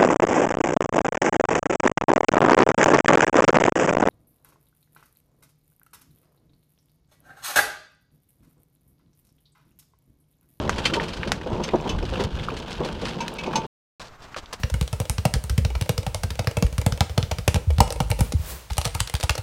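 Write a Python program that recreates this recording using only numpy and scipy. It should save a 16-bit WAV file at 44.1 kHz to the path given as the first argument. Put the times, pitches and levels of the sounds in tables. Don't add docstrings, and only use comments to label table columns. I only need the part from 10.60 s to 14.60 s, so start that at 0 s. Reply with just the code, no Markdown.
import sys
import numpy as np
from scipy import signal
from scipy.io import wavfile
from scipy.ndimage import uniform_filter1d

SR = 44100
rng = np.random.default_rng(int(sys.argv[2]) if len(sys.argv) > 2 else 0)


def digitize_waveform(pressure):
    field = np.atleast_2d(pressure).T
    bounded = np.clip(field, -1, 1)
    quanta = np.round(bounded * 32767).astype(np.int16)
    wavfile.write(sys.argv[1], SR, quanta)


N = 176400
TIME = np.arange(N) / SR
HIT = TIME[:SR // 4]


def amp(db):
    return 10 ** (np.asarray(db) / 20)


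def unit(x):
    return x / np.sqrt(np.mean(x ** 2) + 1e-20)


def unit_hit(x):
    return x / np.sqrt(uniform_filter1d(x ** 2, SR // 100).max() + 1e-20)


def envelope(points):
    return amp(np.interp(TIME, *np.transpose(points)))


def add(mix, start, sound):
    part = mix[max(round(start * SR), 0):][:len(sound)]
    part += sound[:len(part)]


def colour(x, points, size=4096):
    hz, db = np.transpose(points)
    bin_hz = abs(np.fft.fftfreq(size, 1 / SR))
    log_gain = np.log(amp(np.interp(np.log(bin_hz + 1), np.log(hz), db)))
    taps = np.fft.ifft(np.exp(signal.hilbert(log_gain).conj())).real
    return signal.fftconvolve(x, taps[:size // 2])[:len(x)]


def ring(force, modes):
    response = sum(amp(db - 60 * HIT / t60) * np.sin(2 * np.pi * hz * HIT) for hz, db, t60 in modes)
    return signal.fftconvolve(force, response)[:len(force)]


def grains(n, per_s, spread_db):
    size = amp(spread_db * np.minimum(rng.exponential(1, n), 4))
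    return size * rng.choice([-1, 1], n) * (rng.random(n) < per_s / SR)


def flutter(per_s, depth_db):
    width = max(int(SR / per_s), 2)
    drift = uniform_filter1d(uniform_filter1d(rng.standard_normal(N), width), width)
    return amp(depth_db * unit(drift))


def burst(rise, hold, t60):
    return np.minimum(HIT / rise, 1) * amp(-60 * np.maximum(HIT - hold, 0) / t60)


# t/s, level/dB
WIND_LEVEL = [(0, -28), (.55, -36.5), (.7, -28.5), (.86, -42), (.97, -31), (1.09, -44), (1.39, -26),
              (1.55, -34.5), (1.8, -32), (2.1, -42), (2.38, -31), (2.6, -44)]
# f/Hz, level/dB
WIND_SPECTRUM = [(10, -25.5), (30, -1), (65, -1), (120, -4.5), (250, -12.5), (800, -30), (3000, -74.5)]
# t/s, level/dB, f/Hz
BUFFETS = [(0.932, -16.5, 99), (1.357, -23, 109), (1.406, -29, 70), (1.651, -18, 86.5), (1.75, -19, 69.4),
           (1.81, -24.5, 75.4)]
def wind():
    turbulence = colour(rng.standard_normal(N), WIND_SPECTRUM) * flutter(25, depth_db=1.8)
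    out = envelope(WIND_LEVEL) * unit(turbulence)
    for t, db, hz in BUFFETS:
        cycles = (HIT - HIT.mean()) * hz
        buffet = np.exp(-(cycles / 0.59) ** 2) * np.sin(2 * np.pi * (cycles + rng.random()))
        add(out, t - HIT.mean(), amp(db) * buffet)
    return out


# t/s, level/dB
BODY_LEVEL = [(0, -28), (.16, -32.5), (.29, -35), (.38, -26), (.5, -36.5), (.67, -34.5), (.84, -40),
              (.94, -25), (1.11, -36.5), (1.27, -29), (1.49, -41.5), (1.63, -25.5), (1.73, -42),
              (1.97, -36), (2.04, -37), (2.18, -36), (2.23, -30), (2.38, -36.5), (2.49, -33.5),
              (2.75, -38.5), (2.96, -30.5), (3.06, -35)]
# f/Hz, level/dB
BODY_SPECTRUM = [(60, -29), (160, 8), (280, -3), (500, -1.5), (720, -7), (930, -6), (1500, -24.5),
                 (6000, -37.5), (14000, -70.5)]
# f/Hz, level/dB, T60/s
BODY_MODES = [(158, 0, .3), (231, -3, .25), (362, -1, .15), (455, -3, .15), (520, -3, .15), (888, -5, .13),
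              (955, -7, .12)]
def cart_body():
    jolts = grains(N, 1000, spread_db=1.8) * flutter(50, depth_db=1.8)
    drumming = unit(colour(jolts, BODY_SPECTRUM)) + amp(-8.5) * unit(ring(jolts, BODY_MODES))
    return envelope(BODY_LEVEL) * drumming


def stones(low_hz=2000, high_hz=5940, count=24, per_s=77, db_per_octave=-12.5):
    out = np.zeros(N)
    for hz in np.geomspace(low_hz, high_hz, count):
        hits = grains(N, per_s / count, spread_db=3.5)
        cracks = grains(len(HIT), 4000, spread_db=3) * burst(.0003, .001, t60=.016)
        modes = [(hz * ratio, 0, .014) for ratio in rng.uniform(.6, 1.5, 4)]
        tick = unit_hit(ring(cracks, modes))[:SR // 20]
        out += amp(db_per_octave * np.log2(hz / low_hz)) * signal.oaconvolve(hits, tick)[:N]
    return unit(out)


# t/s, level/dB
GRIT_LEVEL = [(0, -40), (.14, -44), (.38, -39), (.52, -46.5), (.85, -45.5), (1.0, -44.5), (1.52, -44.5),
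              (1.62, -38.5), (1.7, -45), (1.85, -44), (2.05, -46), (2.28, -39.5), (2.38, -47), (2.48, -41),
              (2.65, -45.5), (3.06, -46.5)]
# f/Hz, level/dB
GRIT_SPECTRUM = [(300, -10.5), (1550, 6), (2000, -6), (3000, 4.5), (6500, -14.5), (12000, -29.5),
                 (15500, -35.5)]
def wheels():
    grit = grains(N, 3000, spread_db=3.5) * flutter(130, depth_db=3.5)
    return envelope(GRIT_LEVEL) * (amp(1.5) * unit(colour(grit, GRIT_SPECTRUM)) + amp(-4.5) * stones())


# t/s,
# relative level/dB, f/Hz
THUDS = [(.002, -25.5, 627), (.323, -20, 329), (0.369, -16, 920), (.661, -22, 351), (0.861, -19.5, 506),
         (.997, -20.5, 350), (1.135, -8.5, 364.5), (1.252, -28, 468), (1.424, -19.5, 365),
         (1.523, -22.5, 522), (1.598, -18, 399), (1.917, -24, 448), (2.199, -17.5, 380), (2.249, -37, 525),
         (2.419, -21.5, 458), (2.87, -19, 367), (2.968, -19, 897)]
# frequency ratio, level/dB, T60/s
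THUD_MODES = [(1, 0, .065), (1.3, -11, .08), (.6, -15, .1)]
# f/Hz, level/dB
DIRT_SPECTRUM = [(60, -6), (200, 5), (420, 7), (1100, -5), (1800, -30), (8000, -94)]
def thuds(hold_s=.015, gain_db=-6):
    out = np.zeros(N)
    decay_time = np.maximum(HIT - hold_s, 0)
    attack = np.minimum(HIT / 0.00145, 1)
    for t, db, hz in THUDS:
        modes = sum(amp(mode_db - 60 * decay_time / t60)
                    * np.sin(2 * np.pi * (hz * ratio * HIT + rng.random()))
                    for ratio, mode_db, t60 in THUD_MODES)
        dirt = colour(rng.standard_normal(len(HIT)) * burst(0.002, hold_s, t60=.075), DIRT_SPECTRUM)
        thud = unit_hit(modes * attack) + amp(-0.5) * unit_hit(dirt)
        add(out, t, amp(db + gain_db) * unit_hit(thud))
    return out


# t/s, knock level/dB, centre f/Hz, width/octaves, crack re knock/dB
CLACKS = [(0.0946, -5, 970, 1, -8), (.399, -15, 1740, 0.51, -38), (0.632, -16.5, 1620, 0.62, -22),
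          (0.719, -4, 1430, 0.91, -5), (0.813, -30, 1800, 0.45, -8), (1.089, -16.5, 2100, 0.62, -24),
          (1.349, -28, 1010, 0.24, -21), (1.885, -15, 1044, 0.29, -42), (2.249, -27, 700, 0.98, 2.5),
          (2.681, -15, 2500, 0.86, -15), (2.934, -17, 1100, 0.41, -14.5), (3.745, -21.5, 1660, 0.73, -28),
          (3.764, -22, 650, 0.99, -24), (3.859, -34.5, 3520, 0.48, -19), (3.928, -26, 1050, 0.33, -1),
          (3.933, -23.5, 5960, 0.69, -10)]
# f/Hz, level/dB
CRACK_SPECTRUM = [(300, -30.5), (2000, -0.5), (5500, 4), (11000, -16.5), (16000, -31)]
def clacks(contact_t60=0.016, scatter_t60=0.16):
    out = np.zeros(N)
    decay = amp(-60 * HIT / contact_t60) + amp(-17 - 60 * HIT / scatter_t60)
    for t, db, hz, octaves, crack_db in CLACKS:
        force = rng.standard_normal(len(HIT)) * decay
        force[0] = 7
        resonance = [(hz * 2 ** (k * octaves), -abs(k) ** 1.69 * 5) for k in range(-4, 5)]
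        knock = colour(force, resonance)
        crack = colour(force, CRACK_SPECTRUM)
        add(out, t, amp(db) * (knock / abs(knock).max() + amp(crack_db) * crack / abs(crack).max()))
    return out


METAL_RISE_S, METAL_HOLD_S = 0.0025, 0.0053
def metal_clash(spectrum):
    contacts = grains(len(HIT), per_s=3200, spread_db=0.5) * burst(METAL_RISE_S, METAL_HOLD_S, t60=0.1)
    return unit_hit(colour(contacts, spectrum))


def metal_ring(modes, pitch, t60):
    partials = sum(amp(db) * np.sin(2 * np.pi * (hz * pitch * HIT + rng.random())) for hz, db in modes)
    return unit_hit(partials * burst(METAL_RISE_S, METAL_HOLD_S, t60))


# t/s, level/dB of clash, hoop, buckle and clip, frequency ratio of hoop and buckle
CLANKS = [(.099, -43, -44, -49.5, -48, 1.1), (1.035, -31.5, -49.5, -40, -35, 1.3),
          (1.291, -31.5, -38, -31.5, -38, 1.2), (2.604, -36, -27.5, -34.5, -38.5, 1.05),
          (2.784, -37, -44.5, -32.5, -49, 1.04), (2.861, -40.5, -33, -42, -51, 1.0),
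          (2.955, -27.5, -20.5, -34, -27, 1.0)]
# f/Hz, level/dB
IRON_CLASH = [(300, -39.5), (2700, 3), (6000, -6), (8000, -17.5), (15000, -32)]
# f/Hz, level/dB
HOOP_MODES = [(888, 0), (960, -10), (1152, -17), (1491, -19)]
BUCKLE_MODES = [(2200, 0.5), (2500, 3), (2860, -4.5)]
CLIP_MODES = [(3930, -10), (4400, -8), (4850, -7), (5440, -4), (6250, 0), (6503, -8), (7400, -15),
              (8040, -17), (8680, -20), (9850, -24)]
def iron_fittings():
    out = np.zeros(N)
    for t, clash_db, hoop_db, buckle_db, clip_db, pitch in CLANKS:
        add(out, t, amp(clash_db) * metal_clash(IRON_CLASH))
        add(out, t, amp(hoop_db) * metal_ring(HOOP_MODES, pitch, t60=.19))
        add(out, t, amp(buckle_db) * metal_ring(BUCKLE_MODES, pitch, t60=.13))
        add(out, t, amp(clip_db) * metal_ring(CLIP_MODES, 1, t60=.095))
    return out


# t/s, level/dB
CHAIN_SHAKES = [(0.158, -36.5), (.181, -29), (0.2524, -16), (0.335, -21.5), (.431, -34), (0.481, -34),
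                (0.531, -33.5), (0.568, -39), (0.673, -33.5), (1.6, -34), (1.835, -37.5), (1.965, -35.5),
                (2.104, -36.5), (2.247, -34), (2.413, -37), (2.452, -30), (2.482, -33), (2.834, -36)]
# nominal f/Hz, level/dB
LINK_MODES = [(1560, -10), (2100, -10), (2370, -7), (2654, -4), (3125, 3), (3470, -8), (4440, -3),
              (5000, -7)]
# f/Hz, level/dB
CHAIN_CLASH = [(300, -6), (1200, -1), (2500, -1), (4500, -4), (9000, -19.5), (15000, -41)]
def chains(full_ring_db=-18):
    out = np.zeros(N)
    for t, db in CHAIN_SHAKES:
        softer_db = max(full_ring_db - db, 0)
        pitch = 1 + .004 * softer_db * rng.uniform(-1, 1)
        links = amp(-.5 * softer_db) * metal_ring(LINK_MODES, pitch, t60=0.077)
        add(out, t, amp(db) * unit_hit(metal_clash(CHAIN_CLASH) + links))
    return out


# t/s, peak level/dB, centre f/Hz
GRAVEL_CRACKS = [(0.64, -29, 2200), (1.081, -32.5, 3730), (1.453, -26, 3130), (1.5, -34, 4340),
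                 (1.58, -30, 2650), (1.625, -32, 3300), (1.638, -25.5, 4600), (1.649, -24, 3800),
                 (1.989, -38, 5950), (2, -31, 3350), (2.129, -25, 3470), (2.327, -33.5, 4460),
                 (2.394, -41, 3500), (2.739, -34, 8000)]
def gravel(t60=0.019, skirt_db=9.5):
    out = np.zeros(N)
    for t, db, hz in GRAVEL_CRACKS:
        force = rng.standard_normal(len(HIT)) * amp(-60 * HIT / t60)
        tick = colour(force, [(hz * 2. ** k, -skirt_db * k * k) for k in range(-2, 3)])
        add(out, t, amp(db) * tick / abs(tick).max())
    return out


# f/Hz, level/dB
AIR_SPECTRUM = [(25, 1), (87, -2), (330, -13), (1200, -10), (2100, -19), (7500, -31), (9000, -40),
                (16000, -48)]
# t/s, hold/s, level/dB
SCUFFS = [(3.395, 0.034, -38.5), (3.437, 0.046, -43.5), (3.62, 0.03, -45.5), (3.761, 0.03, -33.5),
          (3.926, 0.015, -32)]
# f/Hz, level/dB
SCUFF_SPECTRUM = [(100, -2), (1100, 1.5), (2200, -6.5), (4500, -5), (7500, -15), (15000, -38)]
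def paddock(whine_hz=11900):
    air = colour(rng.standard_normal(N), AIR_SPECTRUM) * flutter(53, depth_db=2.5)
    whine = np.sin(2 * np.pi * whine_hz * TIME)
    out = amp(-46.5) * unit(air) + amp(-78) * whine
    for t, hold, db in SCUFFS:
        grit = grains(len(HIT), 5000, spread_db=4.0) * burst(0.0016, hold, t60=0.047)
        add(out, t, amp(db) * unit_hit(colour(grit, SCUFF_SPECTRUM)))
    return out


STOP_S, RESUME_S = 3.066, 3.397
def scene():
    passing = thuds() + chains() + iron_fittings() + gravel() + cart_body() + wheels() + wind()
    return (np.where(TIME < STOP_S, passing, paddock()) + clacks())[None]


def record(dry):
    gate = (TIME < STOP_S) | (TIME > RESUME_S)
    low_pass = signal.firwin(401, cutoff=16200, window=("kaiser", 8), fs=SR)
    return signal.oaconvolve(dry * gate, low_pass[None], "same")


dry = scene()
out = record(dry)
digitize_waveform(out)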